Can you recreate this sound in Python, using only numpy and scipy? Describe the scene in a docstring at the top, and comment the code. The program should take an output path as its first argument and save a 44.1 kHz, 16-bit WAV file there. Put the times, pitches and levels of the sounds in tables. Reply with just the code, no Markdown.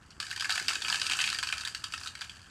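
"""Small hard pieces tumble inside two thin clear plastic bottles, joined at the necks and slowly tilted.
Each impact excites the resonances of the wall in a short crackle and sets the enclosed air ringing.
Between the knocks, lighter pieces patter and slide, and a child's hands rub softly on the plastic.
A small room adds a short reverberant tail and a steady low rumble."""
import sys
import numpy as np
from scipy import signal
from scipy.fft import rfft, irfft
from scipy.io import wavfile
from scipy.ndimage import uniform_filter1d

SR = 44100
rng = np.random.default_rng(int(sys.argv[2]) if len(sys.argv) > 2 else 0)


def to_wav(sig):
    """Store sig (one row per channel, or 1-D mono) as 16-bit WAV at the path in sys.argv[1].

    Samples outside -1..1 are clipped; the rate is SR.
    """
    pcm = np.clip(np.atleast_2d(sig), -1, 1) * 32767
    pcm = np.round(pcm).astype(np.int16)
    wavfile.write(sys.argv[1], SR, pcm.T)  # frames by channels


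N = 110250

# Impacts on the wall. Each row: start in seconds, then levels in dB at 0.65-2.1, 2.1-3.7 and 3.7-5.6 kHz.
KNOCKS = [(0.1046, -102, -62, -51.5), (0.2005, -39.5, -38, -33.5), (0.2263, -43, -44, -42),
          (0.2654, -48, -47.5, -42.5), (0.3054, -55, -53, -39.5), (0.3115, -37, -40.5, -41),
          (0.3269, -38, -52, -46), (0.361, -42, -42.5, -39.5), (0.3748, -42.5, -46, -41.5),
          (0.3966, -47, -37, -36.5), (0.407, -41, -37, -34), (0.4223, -35, -46, -38),
          (0.444, -37, -34.5, -43), (0.4531, -34, -48, -39.5), (0.4939, -31, -38, -33.5),
          (0.5034, -37.5, -30.5, -31), (0.5109, -34.5, -48, -41), (0.522, -46, -42, -28.5),
          (0.5563, -37, -38, -45), (0.5764, -33, -34, -40), (0.596, -34.5, -49, -37),
          (0.6816, -47, -31.5, -26), (0.6893, -39, -30, -46), (0.7026, -35.5, -52, -38.5),
          (0.7535, -40, -34, -38.5), (0.8197, -41.5, -40, -33.5), (0.8466, -44, -32.5, -48),
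          (0.8819, -37.5, -35, -34), (0.8991, -32.5, -45, -28), (0.9254, -33.5, -27.5, -37),
          (0.943, -32.5, -33, -36.5), (0.9558, -50, -33.5, -34.5), (0.9975, -47, -44, -36),
          (1.015, -47, -37, -29), (1.0649, -58, -33, -30.5), (1.0964, -40, -31, -33.5),
          (1.11, -37, -34, -37), (1.1185, -38, -32, -34.5), (1.1331, -41, -30, -37),
          (1.1883, -35, -28.5, -45), (1.2013, -46, -28.5, -39), (1.2113, -42, -33.5, -33.5),
          (1.239, -44, -26.5, -36), (1.2741, -61, -30, -38), (1.2889, -49, -36, -39),
          (1.3001, -39.5, -35, -32.5), (1.3271, -35.5, -37, -36.5), (1.345, -37, -41, -35.5),
          (1.3858, -39, -34, -34.5), (1.4274, -32, -40, -35.5), (1.433, -37.5, -34, -36),
          (1.4712, -47.5, -38, -35), (1.4879, -44, -34, -41), (1.4993, -38, -57, -45),
          (1.5246, -33.5, -28.5, -41), (1.5791, -43.5, -43.5, -38), (1.609, -45, -47, -37.5),
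          (1.6495, -44, -37, -37), (1.6734, -43.5, -38, -35.5), (1.7472, -43.5, -37.5, -34.5),
          (1.8394, -41, -38.5, -34), (1.9217, -53, -48, -42.5), (1.9362, -36, -35, -42),
          (1.977, -45.5, -49, -43.5), (2.0333, -59, -54, -40.5), (2.0723, -49, -40.5, -38.5),
          (2.1515, -44.5, -47, -43.5), (2.209, -43.5, -62, -38.5), (2.2161, -43, -39.5, -47),
          (2.295, -80, -42, -47.5)]


def undb(db):
    """Amplitude ratio of a level in decibels."""
    return 10 ** (np.asarray(db) / 20)


def rms(x):
    """Effective amplitude: the root mean square."""
    return np.sqrt(np.mean(x ** 2) + 1e-20)


def convolve(x, impulse_response):
    """Output of a linear system, cut to the length of its input."""
    return signal.fftconvolve(x, impulse_response)[:len(x)]


def minimum_phase(points, size=4096):
    """Causal impulse response of a (Hz, dB) curve, by folding its cepstrum."""
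    hz, db = np.array(points).T
    f = np.maximum(np.fft.rfftfreq(size, 1 / SR), 1)
    gain = undb(np.interp(np.log(f), np.log(hz), db))
    cepstrum = irfft(np.log(gain))
    cepstrum[1:size // 2] *= 2
    cepstrum[size // 2 + 1:] = 0
    return irfft(np.exp(rfft(cepstrum)))


def add(out, start_s, x):
    """Superposition: x joins the output at its start time."""
    i = int(np.clip(start_s * SR, 0, N - 1))
    out[i:i + len(x)] += x[:N - i]


def envelope(points):
    """Amplitude through (seconds, dB) points, held level beyond both ends."""
    return undb(np.interp(np.arange(N) / SR, *np.array(points).T))


def room_noise(level_db=-57):
    """Stationary filtered noise: a low rumble with a faint hiss."""
    # Each row: frequency in Hz, relative spectral density in dB.
    spectrum = [(25, -20.5), (65, -2.5), (88, -0.5), (200, -12.5), (500, -26), (1400, -16.5), (4500, -43),
                (14000, -58)]
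    colour = rfft(minimum_phase(spectrum, size=16384), N)
    noise = irfft(rfft(rng.standard_normal(N)) * colour, N)
    return undb(level_db) * noise / rms(noise)


def contacts(count, rise_s=.0009, crack_s=.0025, flutter_s=.008, flutter_db=-13):
    """Impulsive excitation: each contact is a crack spreading through the wall, then a weak flutter."""
    t = np.arange(2048) / SR
    attack = np.minimum(t / rise_s, 1)
    decay = np.exp(-t / crack_s) + undb(flutter_db) * np.exp(-t / flutter_s)
    return rng.standard_normal((count, len(t))) * attack * decay


def wall_spot(shift_spread=.08, gain_spread_db=4.5, steady_above_hz=4000):
    """The wall's response depends on the point struck: low resonances vary, the bright ring stays."""
    # Each row: frequency in Hz, gain of the thin wall in dB.
    wall = [(560, -22.5), (720, -11), (1000, -9), (1300, -0.5), (1700, 6.5), (2080, -10), (2450, 0.5),
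            (3000, 2.5), (3800, -9.5), (4650, 4), (5200, -9), (8000, -7.5), (14000, -31.5)]
    hz, db = np.array(wall).T
    shift, gain = rng.standard_normal((2, len(hz))) * (hz < steady_above_hz)
    spot_hz = np.sort(hz * np.exp(shift_spread * shift))
    return minimum_phase(np.column_stack([spot_hz, db + gain_spread_db * gain]))


def knocks(snap_db=-4, onset_s=.006):
    """Impacts excite three resonant bands of the wall; a treble snap follows their levels."""
    edges_hz = [650, 2100, 3700, 5600, 16000]
    bands = [signal.butter(4, band, "bandpass", fs=SR, output="sos")
             for band in zip(edges_hz, edges_hz[1:])]
    out = np.zeros(N)
    for (start, low, middle, high), burst in zip(KNOCKS, contacts(len(KNOCKS))):
        click = convolve(burst, wall_spot())
        snap = np.mean([low, middle, high, high]) + snap_db
        for sos, db in zip(bands, (low, middle, high, snap)):
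            part = signal.sosfilt(sos, click)
            add(out, start, part * undb(db) / rms(part[:int(onset_s * SR)]))
    return out


def stirring(level_db=-12.5, settle_s=.015):
    """Amplitude of the pieces that knocks shake loose: incoherent powers add and decay exponentially."""
    power = np.zeros(N)
    settle = np.exp(-np.arange(N) / SR / settle_s)
    for start, *levels in KNOCKS:
        add(power, start, np.sum(undb(levels) ** 2) * settle)
    return undb(level_db) * np.sqrt(power)


def friction(band_hz, grain_s=.0065, depth_db=4.5):
    """Stick-slip friction: a noise band of unit RMS whose level catches and slips at random."""
    bandpass = signal.butter(2, band_hz, "bandpass", fs=SR, output="sos")
    lowpass = signal.butter(2, 1 / grain_s, fs=SR, output="sos")
    noise = signal.sosfilt(bandpass, rng.standard_normal(N))
    grip = uniform_filter1d(rng.standard_normal(N), int(grain_s * SR))
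    noise *= undb(depth_db * signal.sosfilt(lowpass, grip) / rms(grip))
    return noise / rms(noise)


def patter(ticks_per_s=165, spread_db=3.5, slide_db=-7.5):
    """Shot noise of many light impacts over a sliding hiss, louder while the heap moves."""
    # Each row: time in seconds, level of the moving heap in dB.
    motion = [(.19, -64.5), (.22, -48.5), (.47, -56.5), (.55, -37), (.66, -46), (.71, -38), (.81, -45.5),
              (.93, -39), (1.28, -37), (1.42, -49), (1.67, -45.5), (1.74, -54.5), (2.0, -52.5), (2.06, -41),
              (2.13, -62), (2.19, -51), (2.5, -61)]
    impacts = np.zeros(N)
    ticks = [convolve(burst, wall_spot()) for burst in contacts(count=96)]
    gaps, sizes, picks = rng.random((1200, 3)).T
    for start, size, pick in zip(np.cumsum(2 * gaps / ticks_per_s), sizes, picks):
        if start < N / SR:
            tick = ticks[int(pick * len(ticks))]
            db = spread_db * min(-np.log(1 - size), np.e)  # many weak ticks, a few strong ones
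            add(impacts, start, tick / rms(tick) * undb(db))
    heap = impacts / rms(impacts) + undb(slide_db) * friction(band_hz=(5000, 8360))
    return heap * np.hypot(envelope(motion), stirring())


def bottle_air(rattle):
    """Cavity resonance: the enclosed air rings on in damped modes after each contact."""
    # Each row: frequency in Hz, gain at resonance in dB, time to decay by 60 dB in seconds.
    air_modes = [(750, -9, .12), (1304, 4, .19), (1348, -3, .17)]
    t = np.arange(SR // 2) / SR
    ring = 0
    for hz, db, t60 in air_modes:
        damping = np.log(1000) / t60
        ring += undb(db) * 2 * damping / SR * np.exp(-damping * t) * np.cos(2 * np.pi * hz * t)
    return convolve(rattle, ring)


def room_tail(rattle, t60_s=.21, level_db=-6, build_s=.0014):
    """Reverberation: the diffuse reflections of a small furnished room build up and die away."""
    t = np.arange(SR // 2) / SR
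    build = np.minimum(t / build_s, 1) ** 2
    tail = rng.standard_normal(len(t)) * np.exp(-np.log(1000) * t / t60_s) * build
    return undb(level_db) * convolve(rattle, tail / np.sqrt(np.sum(tail ** 2)))


def hands():
    """Friction of skin on plastic gives a soft, dull rubbing as the grip shifts."""
    # Each row: time in seconds, level in dB.
    rubbing = [(.55, -69), (.61, -57.5), (1.42, -63.5), (1.56, -71)]
    return friction(band_hz=(155, 397)) * envelope(rubbing)


def scene():
    """Knocks and patter drive the bottle air and the room; rubbing and rumble are superposed."""
    rattle = knocks() + patter()
    return (rattle + bottle_air(rattle) + room_tail(rattle) + hands() + room_noise())[None]


def record(dry, cutoff_hz=14400):
    """A steep elliptic low-pass filter removes the highest treble."""
    return signal.sosfilt(signal.ellip(10, .2, 70, cutoff_hz, fs=SR, output="sos"), dry)


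dry = scene()
out = record(dry)
to_wav(out)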